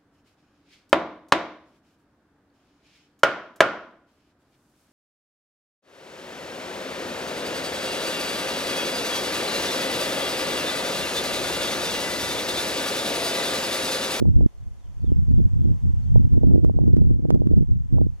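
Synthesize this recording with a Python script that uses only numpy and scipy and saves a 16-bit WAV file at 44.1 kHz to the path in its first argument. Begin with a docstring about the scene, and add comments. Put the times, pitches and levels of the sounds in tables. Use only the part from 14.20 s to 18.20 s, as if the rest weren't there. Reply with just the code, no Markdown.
"""A meadow, where gusty wind buffets the two ports of a camera's microphone.
Turbulent pressure makes a low, lumpy rumble and a flutter, nearly opposite in sign at the two ports.
Single eddies thump, and the hardest ones overload the microphone with a tick.
Far off, small birds whistle short gliding notes over a soft hiss of open air."""
import sys
import numpy as np
from scipy import signal
from scipy.fft import rfft, irfft, next_fast_len
from scipy.io import wavfile
from scipy.ndimage import uniform_filter1d, minimum_filter1d, map_coordinates

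SR = 44100
rng = np.random.default_rng(int(sys.argv[2]) if len(sys.argv) > 2 else 0)


def materialize(psi):
    """Save the field psi as 16-bit PCM at rate SR to the path in sys.argv[1].

    A 1-D psi becomes a single channel; in a 2-D psi each row is a channel.
    """
    bounded = np.clip(np.atleast_2d(psi).T, -1, 1)
    quanta = np.round(bounded * 32767).astype(np.int16)
    wavfile.write(sys.argv[1], SR, quanta)


N = 176400
TIME = np.arange(N) / SR


def amp(db):
    """Amplitude ratio: a factor of ten for every 20 dB."""
    return 10 ** (np.asarray(db) / 20)


def along(points, hz):
    """Interpolation of (Hz, value) points on a logarithmic frequency axis."""
    knots_hz, values = np.transpose(points)
    return np.interp(np.log(hz + 1), np.log(knots_hz + 1), values)


def envelope(points):
    """Linear interpolation of (seconds, value) points at every sample."""
    return np.interp(TIME, *np.transpose(points))


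def wobble(knots_per_s):
    """Smooth random modulation: a spline through Gaussian values."""
    return map_coordinates(rng.standard_normal(4096), [TIME * knots_per_s], mode="wrap")


def filtered(x, response):
    """Linear filtering: the spectrum of x is multiplied by a frequency response."""
    size = next_fast_len(N + SR // 2)
    return irfft(rfft(x, size) * response(np.fft.rfftfreq(size, 1 / SR)), size)[..., :N]


def stereo_noise(spectrum, correlation):
    """Partly coherent noise of rms 1: the balance of mid and side sets the left-right correlation."""
    def response(hz):
        angle = np.arccos(np.clip(along(correlation, hz), -.995, .995)) / 2
        return amp(along(spectrum, hz)) * [np.cos(angle), np.sin(angle)]
    mid, side = filtered(rng.standard_normal((2, N)), response)
    noise = np.array([mid + side, mid - side])
    return noise / np.sqrt(np.mean(noise ** 2) + 1e-20)


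# Colour of the hiss. Each row: frequency in Hz, relative spectral density in dB.
AIR_SPECTRUM = [(30, 6), (300, 13), (1000, 8.5), (1400, 2), (2300, -1), (3300, -2), (4800, -6),
                (6200, -2.5), (8500, -9), (13500, -15), (16000, -30)]
# Likeness of the hiss at the two ports. Each row: frequency in Hz, correlation.
AIR_CORRELATION = [(1000, 0.033)]
def open_air(gain_db=10):
    """Incoherent broadband noise: a soft hiss, almost independent at the two ports."""
    return amp(gain_db) * stereo_noise(AIR_SPECTRUM, AIR_CORRELATION)


# Bird notes. Each row: start and length in seconds, then first, middle and last pitch in Hz.
BIRD_NOTES = [(0.372, 0.073, 4300, 3830, 3220), (0.562, 0.12, 4400, 3500, 2930),
              (0.785, 0.16, 5100, 3500, 2800), (1.078, 0.15, 4800, 3780, 3120),
              (1.418, 0.046, 3400, 3280, 3250), (1.72, 0.025, 2920, 2790, 2750),
              (1.814, 0.038, 4650, 4300, 4270), (1.856, .036, 3600, 3330, 3250),
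              (2.24, 0.061, 4200, 4360, 4080), (2.653, 0.065, 5350, 5260, 4560),
              (2.772, 0.11, 3750, 4420, 4060), (3.935, 0.067, 4050, 4300, 4030)]
def birds(gain_db=-4, flicker_db=4, pitch_waver=.015, echo_db=-1, echo_t60_s=.2):
    """Frequency-modulated whistles slide or arch; scattering by plants adds a decaying tail."""
    song, waver, flicker = np.zeros(N + SR), wobble(120), wobble(70)
    for start, length, *pitches_hz in BIRD_NOTES:
        progress = np.linspace(0, 1, int(length * SR))
        glide_hz = np.polyval(np.polyfit([0, .5, 1], pitches_hz, 2), progress)
        at = round(start * SR) + np.arange(len(progress))
        phase = 2 * np.pi * np.cumsum(glide_hz * (1 + pitch_waver * waver[at % N])) / SR
        fade = np.cbrt(np.sin(np.pi * progress))
        song[at] += amp(gain_db + flicker_db * flicker[at % N]) * fade * np.sin(phase)
    tail = rng.standard_normal((2, SR // 2)) * amp(-60 * TIME[:SR // 2] / echo_t60_s)
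    echo = signal.fftconvolve(song[None, :N], tail / np.linalg.norm(tail[0]), axes=1)[:, :N]
    return song[:N] + amp(echo_db) * echo


# Drift of the background. Each row: time in seconds, gain in dB.
MEADOW_GAIN = [(0.0, -72.5), (1.83, -69), (2.47, -74.5), (3.19, -76.5), (4.0, -73.5)]
def meadow():
    """Common amplitude modulation: hiss and birds rise and fall together."""
    return amp(envelope(MEADOW_GAIN)) * (open_air() + birds())


def pressure_pulses(rows, half_width_cycles=0.33):
    """A passing eddy is a brief wave packet of pressure, opposite in sign at the two ports."""
    pressure = np.zeros((2, N))
    for (centre, db, hz), phase in zip(rows, rng.uniform(0, 2 * np.pi, len(rows))):
        near = np.abs(TIME - centre) < .02
        cycles = (TIME[near] - centre) * hz
        pulse = amp(db) * np.cos(2 * np.pi * cycles + phase) / np.cosh(cycles / half_width_cycles) ** 2
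        pressure[:, near] += np.outer([-.6, 1], pulse)
    return pressure


# Overloads. Each row: time in seconds, relative tick level in dB, pitch of the push in Hz.
OVERLOADS = [(2.1373, -38.5, 130), (2.4477, -32, 301), (2.68, -38, 222), (2.768, -34.5, 260),
             (3.1055, -24.5, 390), (3.1483, -35, 222), (3.272, -36, 196), (3.314, -44, 244)]
# Colour of a tick. Each row: frequency in Hz, gain in dB.
TICK_RESPONSE = [(300, -10), (900, 17.5), (1600, 6), (3000, -3), (6000, -7.5), (15000, -17.5)]
def overload_ticks(tick_db=17.5, push_db=-2.5, crackle_share=0.048, crackle_decay_s=0.0042):
    """Overload: the hardest eddies give one big push, with an impulse and crackle at its centre."""
    impulses = np.zeros(N)
    for centre, db, _ in OVERLOADS:
        height = amp(db + tick_db)
        impulses[round(centre * SR)] = height
        crackle = np.exp(-np.abs(TIME - centre) / crackle_decay_s) * rng.standard_normal(N)
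        impulses += height * crackle_share * crackle
    ticks = filtered(impulses, lambda hz: amp(along(TICK_RESPONSE, hz)))
    pushes = pressure_pulses([(centre, push_db, hz) for centre, _, hz in OVERLOADS])
    return np.outer([-0.58, 0.93], ticks) + pushes  # left and right port gains


# Single eddies. Each row: centre time in seconds, relative level in dB, pitch in Hz.
EDDY_THUMPS = [(0.018, -6, 255), (0.025, -1.5, 269), (0.0547, -15.5, 460), (0.2101, -7.5, 352),
               (0.263, -0.5, 187), (0.845, -12, 226), (0.92, -7.5, 254), (1.202, -6, 240),
               (1.457, -10.5, 227), (1.96, -2.5, 400), (1.98, 2, 114), (2.178, -5, 247), (2.235, -3.5, 366),
               (2.348, -2.5, 250), (2.359, -1.5, 294), (2.381, -1.5, 251), (2.498, -6, 398),
               (2.589, -7, 424), (2.819, -11, 276), (2.912, -8, 205), (3.054, -7.5, 335), (3.16, -9.5, 353),
               (3.22, -5.5, 340), (3.336, -8.5, 314), (3.41, -5, 206), (3.427, -4.5, 190),
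               (3.727, -6.5, 162), (3.785, -11, 477), (3.815, -5, 335), (3.868, -8.5, 232)]
def thumps(gain_db=-1):
    """Pressure transients: small fast eddies thump on the ports, the shorter the higher in pitch."""
    return amp(gain_db) * pressure_pulses(EDDY_THUMPS)


# Stalls of the air. Each entry: centre time in seconds.
LULL_TIMES = [0.132, 1.061, 1.299, 2.1, 2.205, 2.409, 2.53, 3.014, 3.078, 3.185, 3.235, 3.286]
def lulls(depth_db=13, half_width_s=0.013):
    """Wind pressure falls with flow speed: the gain dips each time the air stalls between puffs."""
    dips = sum(np.exp(-((TIME - centre) / half_width_s) ** 2) for centre in LULL_TIMES)
    return amp(-depth_db * dips)


# Likeness of the wind at the two ports. Each row: frequency in Hz, correlation.
WIND_CORRELATION = [(30, -1), (120, -0.95), (500, -0.89)]
def turbulence(spectrum, gust_db, swell_db, window_samples):
    """Convection: the faster the air sweeps eddies past the ports, the higher their frequencies."""
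    speed = amp(.1 * gust_db + .15 * swell_db)
    travel = np.cumsum(speed)
    eddies = stereo_noise(spectrum, WIND_CORRELATION)
    swept = np.array([map_coordinates(port, [travel], mode="mirror") for port in eddies])
    lumpy = swept * amp(swell_db)
    power = np.mean(lumpy ** 2, axis=0)
    slow_power = uniform_filter1d(uniform_filter1d(power, window_samples), window_samples)
    return lumpy / np.sqrt(np.abs(slow_power) + 1e-9)  # only swells quicker than the window remain


# Colours of the two wind bands. Each row: frequency in Hz, relative spectral density in dB.
RUMBLE_SPECTRUM = [(15, -19.5), (28, -3), (48, 0.5), (95, 0.5), (150, -4.5), (230, -14.5), (330, -26.5),
                   (700, -59), (2000, -120)]
FLUTTER_SPECTRUM = [(70, -32.5), (170, -0.5), (280, 3), (400, -10.5), (600, -21.5), (900, -37), (1500, -52),
                    (5000, -75.5)]
# Gusts. Each row: time in seconds, relative level of the rumble in dB.
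GUST_LEVEL = [(0.0, -29.5), (0.08, -14), (0.18, -12), (0.265, -17), (0.285, -49.5), (0.47, -31.5),
              (0.63, -47.5), (0.65, -36), (0.74, -37), (0.88, -19), (1.23, -13.5), (1.33, -19.5),
              (1.52, -16.5), (1.6, -33.5), (1.65, -17), (1.86, -25), (1.96, -10.5), (2.04, -16),
              (2.35, -13), (2.6, -18), (2.74, -13), (2.9, -15.5), (3.001, -21), (3.14, -14.5), (3.425, -14),
              (3.456, -31.5), (3.511, -15), (3.69, -32), (3.73, -16), (3.83, -16), (3.99, -41.5)]
# Flutter in the gusts. Each row: time in seconds, offset from the gust level in dB.
FLUTTER_OFFSET = [(0.0, -3), (0.12, -17), (0.22, -12), (0.3, -24.5), (0.8, -24), (0.92, -14), (1.03, -27),
                  (1.2, -15), (1.3, -28), (1.44, -14), (1.87, -28.5), (2.24, -8.5), (2.9, -14), (3.09, -7),
                  (3.66, -24), (3.78, -9), (3.95, -26)]
def buffeting(rumble_gain_db=1.5, flutter_gain_db=0.5, rumble_swell_db=3, flutter_swell_db=4):
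    """Turbulent pressure on the ports: a deep rumble and a higher flutter swell with each eddy."""
    rumble_db = envelope(GUST_LEVEL)
    flutter_db = rumble_db + envelope(FLUTTER_OFFSET)
    gust_db = flutter_db - np.percentile(flutter_db, 75)
    swells = wobble(knots_per_s=80)
    rumble = turbulence(RUMBLE_SPECTRUM, gust_db, rumble_swell_db * swells, window_samples=1800)
    flutter = turbulence(FLUTTER_SPECTRUM, gust_db, flutter_swell_db * swells, window_samples=1000)
    return amp(rumble_gain_db + rumble_db) * rumble + amp(flutter_gain_db + flutter_db) * flutter


def scene(lean_db=0.41):
    """Superposition: the wind, a little stronger at the right port, adds to the faint meadow."""
    wind = buffeting() * lulls() * amp([[-lean_db], [lean_db]])
    return wind + thumps() + overload_ticks() + meadow()


# Dips in the microphone's response. Each row: centre in Hz, half width in Hz, depth in dB.
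MICROPHONE_NOTCHES = [(3967, 156, 8), (8040, 140, 4.5)]
def record(dry, band_limit_hz=15800):
    """Filtering and limiting: the camera cuts two narrow bands, peaks over full scale and top treble."""
    def loss_db(hz):
        return sum(db * np.exp(-((hz - centre) / width) ** 2) for centre, width, db in MICROPHONE_NOTCHES)
    coloured = filtered(dry, lambda hz: amp(-loss_db(hz)))
    needed_gain = 1 / np.maximum(np.abs(coloured).max(axis=0), 1)
    held_gain = minimum_filter1d(needed_gain, size=441)  # 10 ms
    smooth_gain = uniform_filter1d(uniform_filter1d(held_gain, size=220), size=220)
    return filtered(coloured * smooth_gain, lambda hz: hz < band_limit_hz)


dry = scene()
out = record(dry)
materialize(out)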